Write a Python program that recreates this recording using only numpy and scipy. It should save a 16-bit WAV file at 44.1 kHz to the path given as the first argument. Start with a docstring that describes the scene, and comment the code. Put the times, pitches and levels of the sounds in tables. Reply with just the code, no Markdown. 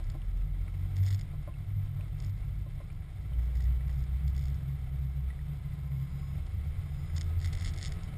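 """A pickup on rubber tracks drives along a snowy trail, heard from a closed camera case on its side.
From the start the track lugs drum at a rate that follows the speed, the body rumbles, snow hisses and
crunches, and the drive whines faintly. Until 3.5 s the wipers knock through three sweeps, among sharp
clicks and short pings; then a loose part pings. After 6 s a wheel squeals thinly twice. Bumps set the
case buzzing in its mount along the way, hardest after 7 s, as the truck reaches its highest speed."""
import sys
import numpy as np
from scipy import signal
from scipy.fft import rfft, irfft, next_fast_len
from scipy.io import wavfile

SR = 44100
rng = np.random.default_rng(int(sys.argv[2]) if len(sys.argv) > 2 else 0)


def store_pcm(level_fs):
    """Save levels as 16-bit WAV."""
    pcm = np.round(np.clip(level_fs, -1, 1) * 32767).astype(np.int16)
    wavfile.write(sys.argv[1], SR, np.atleast_2d(pcm).T)


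N = 360297

# roughness of the ride: t/s, then relative level/dB of chassis rumble, panel boom and snow hiss
RIDE = [(0, -36, -47.5, -62.5), (.45, -43, -44, -64.5), (1.0, -39.5, -43.5, -61.5),
        (1.3, -36.5, -43.5, -63), (1.7, -39.5, -46, -64), (2.2, -37.5, -43, -63), (3.05, -40, -46.5, -64.5),
        (3.4, -40.5, -43.5, -61.5), (4.3, -39.5, -40.5, -61.5), (5.1, -44.5, -42, -63),
        (5.65, -42, -40, -62), (6.1, -45.5, -42.5, -62), (6.6, -36, -45, -61.5), (7.2, -39.5, -46, -60),
        (7.8, -35.5, -41.5, -57.4), (8.17, -37.5, -44, -59)]
# bumps that set the case buzzing: start t/s, duration/s (0 is one throw), tick level/dB
BUMPS = [(.04, 0.014, -51.5), (.0994, 0, -44), (.1395, 0.017, -53), (0.9667, 0.013, -38.5),
         (1.031, 0.052, -40.5), (1.0633, 0.082, -37), (1.1455, 0.0068, -36), (1.1914, 0.022, -41),
         (2.181, 0.1, -48.5), (2.2954, 0, -53), (3.421, .04, -55), (3.5541, 0.098, -47.5),
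         (3.879, .16, -53.5), (4.278, 0.013, -44), (4.349, 0.16, -47.5), (4.5439, 0.013, -52),
         (6.4663, 0.0012, -53), (7.1645, 0.014, -31), (7.2112, 0.0071, -32), (7.391, 0.015, -46),
         (7.4138, .015, -40.5), (7.445, 0.014, -32), (7.462, 0.018, -40), (7.528, 0.0025, -33.5),
         (7.538, 0.021, -39.5), (7.572, 0.026, -40), (7.608, 0.022, -36.5), (7.646, .05, -33),
         (7.7362, 0.011, -39), (7.762, 0.068, -42), (7.8125, 0.07, -33.5), (7.9209, 0.0028, -35),
         (8.0339, 0.0094, -42)]


def from_db(db):
    """Amplitude ratio of a level in decibels."""
    return 10 ** (np.asarray(db) / 20)


def rms_one(x):
    """Normalisation to unit rms."""
    return x / np.sqrt(np.mean(x ** 2) + 1e-20)


def in_time(rows):
    """Linear interpolation of each column after t/s, sample by sample."""
    s, *columns = np.transpose(rows)
    return [np.interp(np.arange(N) / SR, s, c) for c in columns]


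def swell_db(start, length, rise_db_per_s, fall_db_per_s):
    """Exponential growth to 0 dB at the start, a hold, then exponential decay."""
    end = start + max(length, 0)
    return np.interp(np.arange(N) / SR, [start - 10, start, end, end + 10],
                     [-10 * rise_db_per_s, 0, 0, -10 * fall_db_per_s])


def drift(rate_hz):
    """Random modulation: low-pass noise of unit rms."""
    r = np.exp(-80 * np.pi * rate_hz / SR)
    slow = signal.lfilter([1], [1, -2 * r, r * r], rng.standard_normal(N // 40 + 2002))[2000:]
    return np.interp(np.arange(N) / 40, np.arange(len(slow)), rms_one(slow))


def unsteady_tone(hz, db, jitter, waver_db):
    """A sinusoid under random frequency and amplitude modulation."""
    phase = 2 * np.pi * np.cumsum(hz * (1 + jitter * drift(59.5))) / SR
    return from_db(db + waver_db * drift(16)) * np.sin(phase)


def coloured(x, gain_at):
    """Spectral shaping by a gain that depends on frequency; unit rms."""
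    size = next_fast_len(N)
    hz = np.maximum(np.arange(size // 2 + 1) * SR / size, 1)
    return rms_one(irfft(rfft(x, size) * gain_at(hz), size)[:N])


def bell(hz, centre_hz, half_width_hz):
    """A resonance curve of height 1."""
    return 1 / (1 + ((hz - centre_hz) / half_width_hz) ** 2)


def ring(force, hz, t60):
    """A damped oscillator: a unit impulse starts a sine that loses 60 dB in t60 seconds."""
    r, w = from_db(-60 / (t60 * SR)), 2 * np.pi * hz / SR
    return signal.lfilter([0, np.sin(w)], [1, -2 * r * np.cos(w), r * r], force + 1e-18)


def clicks(rows):
    """Impulsive forces, one for each row of t/s, level/dB."""
    force = np.zeros(N)
    for s, db in rows:
        force[int(np.clip(s * SR, 0, N - 1))] += from_db(db)
    return force


def grains(per_s, spread_db):
    """Shot noise: random impulses of uneven size; unit rms."""
    sizes = from_db(spread_db * np.minimum(rng.exponential(1, N), 3)) * rng.choice([-1, 1], N)
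    return rms_one(sizes * (rng.random(N) < per_s / SR))


def scuffed(hits, t60, share):
    """Contact noise: each impulse trails an exponentially dying scuff."""
    r = from_db(-120 / (t60 * SR))
    power = signal.lfilter([1 - r], [1, -r], hits ** 2 + 1e-24)
    return hits + share * np.sqrt(power) * rng.standard_normal(N)


def struck(rows, hz, t60):
    """Hard impact: a ringing mode and a heavily damped, hence broadband, crack."""
    force = scuffed(clicks(rows), t60=0.035, share=0.73)
    return ring(force, hz, t60) + from_db(-3) * ring(force, hz, t60=0.0019)


def case_db(hz):
    """Transmission through the case: its resonances lift narrow bands."""
    # resonances of the case: f/Hz, full width/Hz, gain/dB
    resonances = [(432, 72, 5.5), (762, 40, 5.5), (1074, 32, 6.5), (1302, 165, 6.5), (1670, 52, 4.5),
                  (2023, 48, 5.5), (2640, 95, 5), (3590, 90, 5.5), (3930, 110, 4.5)]
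    return sum(db * bell(hz, f, width / 2) for f, width, db in resonances)


def snow():
    """Granular noise: packed snow gives way in countless grains and a few coarser crumbs."""
    # spectrum of snow under the tracks: f/Hz, relative spectral level/dB
    spectrum = [(150, -3), (220, 4), (300, 2.5), (380, -3), (440, -5), (510, -4), (700, -2.5), (900, -8.5),
                (1500, -9.5), (1800, -10), (2220, -2), (2480, -13.5), (2850, -13.5), (3150, -9.5),
                (3500, -12), (4200, -17), (5700, -20.5)]
    points_hz, points_db = np.transpose(spectrum)
    snow_db = lambda hz: np.interp(np.log(hz), np.log(points_hz), points_db, left=-25)
    crush = rng.standard_normal(N) + 0.43 * grains(per_s=500, spread_db=1.5)
    crumbs = 0.17 * grains(per_s=27, spread_db=3)
    _, _, hiss_db = in_time(RIDE)
    envelope = from_db(hiss_db + 3.5 + drift(23))
    return envelope * coloured(crush + crumbs, lambda hz: from_db(snow_db(hz) + case_db(hz)))


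def squeals():
    """Friction tone: a wheel squeals on the rubber, creeping up in pitch as it swells and lets go."""
    # peaks of the squeals: t/s, level/dB
    peaks = [(6.26, -68.5), (7.091, -68.5)]
    peak_hz, glide_hz_per_s = 5050, 280
    sound = np.zeros(N)
    for s, db in peaks:
        hz = peak_hz + glide_hz_per_s * (np.arange(N) / SR - s)
        level_db = db + swell_db(s, 0, rise_db_per_s=28, fall_db_per_s=55)
        sound += unsteady_tone(hz, level_db, jitter=0.008, waver_db=1)
    return sound


def drive(lug_hz):
    """Forced vibration: overtones geared to the tracks swell as they cross a resonance of the case."""
    # overtones of the lug beat: multiple of the lug rate, relative level/dB
    orders = [(3, -70), (4, -69), (5, -73.5), (11.1, -81)]
    phase = 2 * np.pi * np.cumsum(lug_hz * (1 + 0.002 * drift(26.8))) / SR
    return sum(from_db(db - 3 + case_db(k * lug_hz) + 4.5 * drift(6.1)) * np.sin(k * phase)
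               for k, db in orders)


def engine():
    """Periodic forces of rotating parts: the engine hums and, late in the ride, the gears whine."""
    # hum of the engine: t/s, f/Hz, level/dB
    hum_curve = [(0, 168, -66), (.7, 184.2, -56.5), (1.2, 181, -63), (3.0, 167.6, -55), (4.3, 167.8, -80),
                 (5.4, 164.2, -63), (6.05, 172.3, -48.5), (6.6, 180, -52.5), (7.0, 186.6, -63.5),
                 (8.17, 192, -58)]
    # whine of the gears: t/s, f/Hz, level/dB
    whine_curve = [(5.4, 998, -86), (5.8, 1024, -72), (6.2, 1075, -70), (6.6, 1102, -74), (6.85, 1140, -92),
                   (7.1, 1255, -72), (7.35, 1272, -68), (8.17, 1280, -69.5)]
    hum = unsteady_tone(*in_time(hum_curve), jitter=0.008, waver_db=2)
    whine = unsteady_tone(*in_time(whine_curve), jitter=0.0042, waver_db=4)
    return hum + whine


def sharp_clicks():
    """Impact sound: sharp clicks and short pings during the wiper sweeps, some as the wipers turn."""
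    # clicks and pings: t/s, level/dB, f/Hz, t60/s
    hits = [(.218, -52, 3000, .005), (.412, -62, 2610, 0.065), (.68, -45.5, 2190, 0.0089),
            (1.539, -56, 2636, .02), (2.009, -45, 2550, .008), (2.322, -59, 2100, .013),
            (2.815, -53, 2120, 0.019), (2.902, -51, 2400, 0.0095), (3.334, -53.5, 3056, .015)]
    return sum(struck([(s, db)], hz, t60) for s, db, hz, t60 in hits)


def loose_part():
    """Free vibration: a loose part pings, always at its natural frequency."""
    # hits of the part: t/s, level/dB
    pings = [(3.394, -52), (3.554, -49), (3.603, -52), (3.654, -51.5), (3.808, -52.5), (3.894, -51),
             (5.303, -48.5), (5.391, -54)]
    return struck(pings, hz=1955, t60=0.034)


def wipers():
    """Modal ringing: the arms knock at each turn and the blade flops over; the motor hums, then stops."""
    # main knock of each sweep: t/s, level/dB
    sweeps = [(.145, -44.5), (1.476, -44), (2.803, -45)]
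    # knocks of one sweep, relative to the main knock: t/s, level/dB
    knocks = [(-.14, -7.5), (0, 0.5), (0.516, -10)]
    # modes of the arms: f/Hz, gain/dB, t60/s
    modes = [(334, -7, 0.094), (596, -3.5, 0.034), (645, -6, 0.04), (747, -15, 0.06), (1040, -11, 0.07)]
    # hum of the wiper motor: t/s, level/dB
    motor_curve = [(0, -73), (.85, -62), (1.7, -68), (2.3, -70), (3.35, -72), (3.6, -100)]
    flop_delay_s, flop_loss_db = 0.007, 3
    turns = [(s + after, db + offset_db) for s, db in sweeps for after, offset_db in knocks]
    flops = [(s + flop_delay_s, db - flop_loss_db) for s, db in turns]
    force = scuffed(clicks(turns + flops), t60=0.063, share=0.95)
    arms = sum(from_db(db) * ring(force, hz, t60) for hz, db, t60 in modes)
    return arms + unsteady_tone(308.8, *in_time(motor_curve), jitter=0.0397, waver_db=0)


def throws(lug_hz):
    """Inelastic impacts: during a bump each lug throws the case against its mount, where it bounces."""
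    bounce_s, bounce_loss_db = 0.0042, 3.5
    jitter_s, spread_db, most_throws = 0.001, 3.36, 16
    contacts = []
    for start, length, db in BUMPS:
        period = 1 / lug_hz[int(start * SR)]
        late, loud = rng.standard_normal((2, most_throws, 2))
        late[0, 0] = loud[0, 0] = 0  # only the later contacts are uneven
        for i in range(most_throws):
            if i * period > length:
                break
            for bounce in (0, 1):
                s = start + i * period + bounce * bounce_s + jitter_s * late[i, bounce]
                contacts.append((s, db - bounce * bounce_loss_db + spread_db * loud[i, bounce]))
    return clicks(contacts)


def case_rattle(lug_hz):
    """Contact rattle: hard plastic ticks ring the damped mount, with a fine chatter between them."""
    # modes of the mount: f/Hz, gain/dB, t60/s
    modes = [(1341.8, -21.5, 0.01), (1984, -9, 0.0093), (2223, -11.5, 0.0092), (3060, -5, 0.0016),
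             (3580, -6.5, 0.0061), (4280, -8.5, 0.0041), (5250, -3, 0.0041)]
    chatter_db, below_ticks_db = -88.5, 32  # the chatter at rest, and its margin during a bump
    for s, length, db in BUMPS:
        bump_db = db + swell_db(s, length, rise_db_per_s=900, fall_db_per_s=350)
        chatter_db = np.maximum(chatter_db, bump_db - below_ticks_db)
    chatter = from_db(chatter_db) * grains(per_s=300, spread_db=3.5)
    ticks = from_db(0.24) * throws(lug_hz)
    force = scuffed(ticks + chatter, t60=0.0055, share=0.72)
    return sum((-1) ** k * from_db(db) * ring(force, hz, t60) for k, (hz, db, t60) in enumerate(modes))


def shaken(level_db, modes, cutoff_hz=195):
    """Resonant response to a random force; the heavy body follows only the slow part of it."""
    resonance = lambda hz: sum(from_db(db) * bell(hz, f, width) for f, width, db in modes)
    response = lambda hz: resonance(hz) / (1 + (hz / cutoff_hz) ** 12)
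    return from_db(level_db) * coloured(rng.standard_normal(N), response)


def rumble():
    """Structure-borne sound: uneven ground shakes the chassis and the body panels."""
    # resonances of the chassis: f/Hz, half width/Hz, gain/dB
    chassis = [(29.6, 6.2, -4), (39.3, 5.6, -4), (65.3, 5.8, -5), (93.7, 10.2, 0.5)]
    # resonances of the panels: f/Hz, half width/Hz, gain/dB
    panels = [(139.84, 7.8, 1.5), (170, 22, -16.5)]
    chassis_db, panels_db, _ = in_time(RIDE)
    return shaken(chassis_db, chassis) + shaken(panels_db, panels)


def tracks(lug_hz, waver_db=2.5, slip_rad=0.15):
    """Periodic forcing: lugs meet the wheels in a steady beat; the belts flap, more so at speed."""
    # fundamental of the lug beat: t/s, relative level/dB
    beat_curve = [(0, -37), (.25, -39), (.37, -28), (.6, -36.5), (1.4, -52), (1.95, -47), (2.58, -35.5),
                  (2.78, -65), (3.25, -43), (3.42, -28), (4.4, -32.5), (4.85, -41), (5.1, -33),
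                  (5.4, -39.5), (6.9, -39), (7.49, -29), (7.6, -37.5), (8.17, -47)]
    # its second harmonic: t/s, relative level/dB
    octave_curve = [(0, -46.5), (.5, -41), (.9, -30), (1.14, -20), (1.27, -42.5), (1.69, -41.5),
                    (1.77, -27.5), (1.88, -40), (2.6, -38), (2.8, -55), (3.7, -46), (4.35, -38),
                    (5.15, -39), (5.4, -58), (5.93, -34.5), (6.6, -43), (7.4, -55), (8.17, -48)]
    beat_db, = in_time(beat_curve)
    octave_db, = in_time(octave_curve)
    flap = 0.094 * (lug_hz / 65) ** 2  # depth of the noisy sidebands
    phase = 2 * np.pi * np.cumsum(lug_hz) / SR + slip_rad * drift(1.2)
    beat_gain = from_db(beat_db + 3 + waver_db * drift(11))
    beat = np.sin(phase) + flap * drift(17) * np.cos(phase)
    octave_gain = from_db(octave_db + 0.5 + waver_db * drift(5.3))
    octave = np.sin(2 * phase) + flap * drift(21) * np.cos(2 * phase)
    return beat_gain * beat + octave_gain * octave


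def scene():
    """Superposition: all sources add at the one microphone in the case."""
    # speed of the tracks as a lug rate: t/s, f/Hz
    speed = [(0, 34.4), (.38, 43.5), (.75, 44.7), (1.5, 52.8), (2.0, 48.5), (2.5, 50.7), (3.25, 58.2),
             (4.0, 63.4), (4.4, 67.3), (5.65, 65), (6.5, 70.7), (7.5, 85.8), (8.17, 84.4)]
    lug_hz, = in_time(speed)
    machinery = tracks(lug_hz) + drive(lug_hz) + squeals() + engine()
    shaking = rumble() + case_rattle(lug_hz) + loose_part()
    return (machinery + shaking + snow() + wipers() + sharp_clicks())[None]


def record(dry):
    """Spectral imaging: the camera samples slowly and holds each value, so the rumble sings at 12 kHz."""
    band_edge_hz, hold_hz, cutoff_hz = 5650, 12000, 12800
    narrow = signal.sosfilt(signal.cheby1(10, .3, band_edge_hz, fs=SR, output="sos"), dry)
    sampled = signal.resample_poly(narrow, hold_hz, SR, axis=-1, window=("kaiser", 3))
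    held = np.repeat(sampled, 4, axis=-1)
    wide = signal.resample_poly(held, SR, 4 * hold_hz, axis=-1)
    return signal.sosfilt(signal.ellip(12, .1, 80, cutoff_hz, fs=SR, output="sos"), wide)


dry = scene()
out = record(dry)
store_pcm(out)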